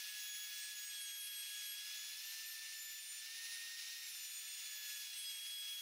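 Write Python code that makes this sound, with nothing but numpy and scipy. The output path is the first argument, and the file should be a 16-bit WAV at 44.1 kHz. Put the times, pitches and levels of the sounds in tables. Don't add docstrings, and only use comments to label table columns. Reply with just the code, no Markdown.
import sys
import numpy as np
from scipy import signal
from scipy.fft import rfft, irfft
from scipy.io import wavfile
from scipy.ndimage import uniform_filter1d

SR = 44100
rng = np.random.default_rng(int(sys.argv[2]) if len(sys.argv) > 2 else 0)


def boost_factor(decibels):
    exponent = np.asarray(decibels, float) / 20
    return 10 ** exponent


def put_to_file(sound):
    columns = np.atleast_2d(sound).T
    safe = np.clip(columns, -1, 1)
    whole_steps = np.round(safe * 32767)
    wavfile.write(sys.argv[1], SR, whole_steps.astype(np.int16))


N = 256220


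def whine(jitter_hz, flutter_db, upper_flutter_db):
    # t/s, f/Hz
    pitch_path = [(0.0, 1700.0), (0.238, 1680.2), (0.442, 1682.6), (0.672, 1695.4), (0.946, 1667.3),
                  (1.091, 1648.2), (1.285, 1657.2), (1.385, 1650.1), (1.575, 1673.6), (1.699, 1653.9),
                  (1.919, 1693.5), (2.138, 1710.7), (2.173, 1721.4), (2.238, 1766.8), (2.293, 1775.6),
                  (2.687, 1777.6), (3.181, 1752.6), (3.231, 1768.5), (3.306, 1811.9), (3.396, 1832.3),
                  (3.959, 1856.3), (4.059, 1848.5), (4.179, 1765.9), (4.219, 1755.6), (4.343, 1738.6),
                  (4.638, 1731.7), (4.703, 1716.0), (4.852, 1709.3), (5.127, 1682.6), (5.351, 1651.7),
                  (5.471, 1665.6), (5.81, 1664.0)]
    # multiple, level at 1730 Hz pitch/dB, gain per 100 Hz of pitch/dB
    steady = [(1, -69.5, 5), (2, -62, -4), (3, -68, 2), (4, -67, -0.5), (5, -67.5, 1.5), (6, -65, -1.5),
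              (7, -66.5, -7), (8, -71, -1.5), (9, -86.5, -12.0)]
    # centre t/s, multiple, length/s, level/dB
    swells = [(0.09, 5, 0.067, -60), (0.298, 8, 0.19, -71.5), (0.323, 4, 0.35, -58.5),
              (0.33, 6, 0.34, -66.5), (0.386, 9, 0.61, -62), (0.43, 2, 0.6, -62.5), (0.466, 1, 1.43, -62.2),
              (0.635, 4, 0.17, -63.2), (0.634, 5, 0.19, -58.5), (0.813, 9, 0.13, -62),
              (0.837, 4, 0.13, -53.5), (0.934, 5, 0.36, -68), (0.986, 2, 0.081, -61),
              (1.034, 6, 0.046, -58), (1.106, 4, 0.18, -61), (1.23, 9, 0.48, -69), (1.26, 6, 0.13, -61.5),
              (1.268, 8, 0.15, -66), (1.305, 7, 0.43, -63), (1.35, 5, 1.02, -58.5), (1.536, 2, 1.2, -58.5),
              (1.547, 1, 0.12, -69), (1.563, 6, 0.65, -70.5), (1.572, 4, 0.09, -60), (1.703, 7, 0.09, -56),
              (1.848, 3, 0.23, -65.5), (1.9, 8, 0.5, -70), (1.913, 1, 1.16, -66), (2.094, 4, 0.69, -65),
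              (2.287, 7, 0.14, -60.8), (2.394, 8, 0.4, -67.5), (2.522, 7, 0.13, -59), (2.55, 5, 0.41, -72),
              (2.693, 1, 0.58, -64), (2.878, 4, 0.28, -59), (2.89, 7, 0.28, -59.5), (3.115, 5, 0.24, -61),
              (3.1, 8, 0.18, -68), (3.15, 4, 0.11, -61.4), (3.478, 6, 0.29, -65), (3.525, 1, 0.68, -62),
              (3.567, 5, 0.18, -64.5), (3.718, 2, 1.2, -68.9), (4.085, 4, 0.09, -65), (4.08, 7, 0.06, -67),
              (4.09, 6, 0.086, -67), (4.12, 5, 0.035, -62), (4.146, 3, 0.18, -72), (4.237, 7, 0.51, -65.6),
              (4.305, 4, 0.13, -66), (4.44, 5, 0.54, -59), (4.524, 4, 0.8, -59.5), (4.753, 7, 0.19, -59.5),
              (4.778, 9, 0.74, -68), (4.86, 1, 0.35, -64), (4.93, 4, 0.08, -64), (4.92, 5, 0.11, -63),
              (4.945, 7, 0.2, -62.5), (5.17, 8, 0.65, -71.5), (5.216, 6, 0.07, -57.5),
              (5.27, 2, 0.079, -62), (5.275, 3, 0.06, -60), (5.376, 5, 0.73, -60.5), (5.39, 2, 1.5, -64.5),
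              (5.427, 6, 0.16, -62.5), (5.538, 3, 0.9, -68.5), (5.606, 2, 0.67, -55.5),
              (5.74, 6, 0.13, -65), (5.81, 9, 0.68, -64)]
    # centre t/s, multiple, length/s, loss/dB
    dropouts = [(0.132, 4, .06, 12), (0.482, 2, 0.054, 2), (0.51, 4, .06, 19), (0.66, 2, 0.056, 3),
                (0.67, 6, 0.11, 7), (0.757, 5, 0.042, 12), (0.87, 2, 0.055, 21), (0.923, 6, .06, 12),
                (1.307, 4, 0.045, 15), (1.856, 2, .04, 5), (2.22, 1, 0.028, 14), (2.4, 7, .08, 7),
                (2.647, 7, 0.15, 13), (3.064, 1, 0.053, 1), (3.234, 5, 0.038, 8), (3.733, 5, .08, 17),
                (4.07, 5, 0.045, 16), (4.136, 1, 0.041, 8), (4.8, 5, .06, 15), (5.1, 7, 0.12, 6),
                (5.15, 4, .08, 6), (5.377, 3, 0.042, 14), (5.582, 4, .1, 15)]

    pitch = uniform_filter1d(in_time(pitch_path), 1300, mode="nearest")
    climb = np.maximum(np.gradient(pitch), 0) * SR / 1000
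    climb = uniform_filter1d(climb, 1500)
    trembling_pitch = pitch + jitter_hz * drift(25.0)
    phase = 2 * np.pi * np.cumsum(trembling_pitch) / SR

    out = np.zeros(N)
    for multiple, level_db, slope_db in steady:
        height = boost_factor(level_db + slope_db * (pitch - 1730) / 100)
        for centre_s, which, length_s, swell_db in swells:
            if which == multiple:
                near, shape = hump(centre_s, length_s)
                height[near] += boost_factor(swell_db) * shape
        for centre_s, which, length_s, loss_db in dropouts:
            if which == multiple:
                near, shape = hump(centre_s, length_s)
                height[near] *= boost_factor(-loss_db * shape)
        flutter = flutter_db * drift(27.0)
        if multiple > 2:
            flutter += upper_flutter_db * drift(9.8)
        breakup = climb * (2 + 4 * drift(22.0) ** 2)
        tone = np.sin(multiple * phase + rng.uniform(0, 2 * np.pi))
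        out += height * boost_factor(flutter - breakup) * tone
    return np.sqrt(2) * out


def hump(centre_s, length_s):
    start = max(0, int((centre_s - length_s) * SR))
    end = min(N, int((centre_s + length_s) * SR))
    near = np.arange(start, end)
    distance = np.abs(2 * (near / SR - centre_s) / length_s)
    return near, np.exp(-distance ** 3.3)


def hiss(shared_db, own_db, thump_db, low_share, top_share):
    # t/s, level/dB
    feed_level = [(0.0, -49.5), (0.35, -50.5), (0.62, -50.5), (1.0, -52), (1.31, -53), (1.56, -50.5),
                  (1.84, -52), (1.93, -49.5), (2.02, -50.5), (2.3, -49.5), (3.05, -52), (3.15, -51),
                  (3.85, -49.5), (4.28, -51.5), (4.8, -50), (5.06, -51), (5.17, -51.5), (5.55, -53),
                  (5.71, -50.5), (5.81, -53.5)]

    hz = np.fft.rfftfreq(N, 1 / SR)
    spectrum = rfft(rng.standard_normal(N)) * colour(hz)
    spectrum /= irfft(spectrum, N).std()
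    level_db = in_time(feed_level)
    mean_db = level_db.mean()
    surge_db = level_db - mean_db + shared_db * drift(14.0)

    out = np.zeros(N)
    for centre_hz in 30 * 2.0 ** np.arange(10):
        octaves = np.clip(np.log2((hz + 1) / centre_hz), -1, 1)
        band = irfft(spectrum * np.cos(octaves * np.pi / 2) ** 2, N)
        wobble_db = thump_db if centre_hz < 130 else own_db
        if centre_hz < 2500:
            share = low_share
        elif centre_hz < 9000:
            share = 1
        else:
            share = top_share
        out += band * boost_factor(share * surge_db + wobble_db * drift(22.0))
    return out * boost_factor(mean_db)


def colour(hz):
    # f/Hz, level per Hz/dB
    slope = [(30, -52), (130, -42.5), (400, -39.5), (850, -23), (1070, -21.5), (1500, -11), (2000, -4),
             (2500, -2), (3200, -3.5), (6000, -1), (7200, -8.5), (10500, -9.5), (12500, -11), (15500, -10)]
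    # f/Hz, width (at a quarter of the lift)/Hz, lift or dip/dB
    resonances = [(300, 202, 7.1), (480, 58, 5.9), (690, 258, 6.1), (900, 87, 5.8), (990, 70, 6.7),
                  (1060, 43, -2.5), (1320, 94, 4.4), (1450, 64, 3.6), (1510, 57, -7.3), (1770, 150, 4.8),
                  (1970, 43, -7.3), (2220, 69, 4.8), (2470, 79, 4.4), (2560, 112, 5.0), (2770, 120, 6.4),
                  (2960, 449, 3.3), (3560, 118, 5.4), (3880, 85, 4.7), (3990, 64, 6.1), (4100, 55, 7.0),
                  (4270, 238, 6.0), (4720, 85, 4.9), (5000, 77, 4.1), (5170, 90, 5.9), (5360, 122, 6.0),
                  (5780, 54, 5.1), (5980, 345, 3.7), (6630, 169, 4.9), (6770, 155, 4.4), (10810, 827, 4.7),
                  (13620, 240, 3.3), (15200, 516, 2.8)]

    slope_hz, slope_db = np.transpose(slope)
    db = np.interp(np.log(hz + 1), np.log(slope_hz), slope_db)
    for centre_hz, width_hz, lift_db in resonances:
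        offset = 2 * (hz - centre_hz) / width_hz
        db += lift_db / (1 + offset ** 2) ** 2

    latest_s, echo_db = 0.014, -26.0
    delays = rng.uniform(.3, 1, 12) * latest_s
    signs = rng.choice([-1, 1], 12)
    echoes = sum(sign * np.exp(-2j * np.pi * hz * delay) for delay, sign in zip(delays, signs))
    return boost_factor(db) * (1 + boost_factor(echo_db) * echoes)


def in_time(rows):
    seconds, values = np.transpose(rows)
    return np.interp(np.arange(N) / SR, seconds, values)


def drift(rate_hz):
    r = np.exp(-2 * np.pi * rate_hz * 40 / SR)
    noise = rng.standard_normal(N // 40 + 2002)
    slow = signal.lfilter([1], [1, -2 * r, r * r], noise)[2000:]
    return np.interp(np.arange(N) / 40, np.arange(len(slow)), slow / slow.std())


def scene():
    router = whine(jitter_hz=0.36, flutter_db=0.9, upper_flutter_db=2.0)
    router += hiss(shared_db=0.88, own_db=0.39, thump_db=3.0, low_share=0.75, top_share=0.93)
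    return np.array([router, router])


def top_cut(x):
    return signal.sosfilt(signal.butter(12, 16110, fs=SR, output="sos"), x)


def record(dry):
    low_pass = signal.ellip(14, .2, 70, 15750, fs=SR, output="sos")
    cut = signal.sosfilt(low_pass, dry)
    return top_cut(cut)


dry = scene()
out = record(dry)
put_to_file(out)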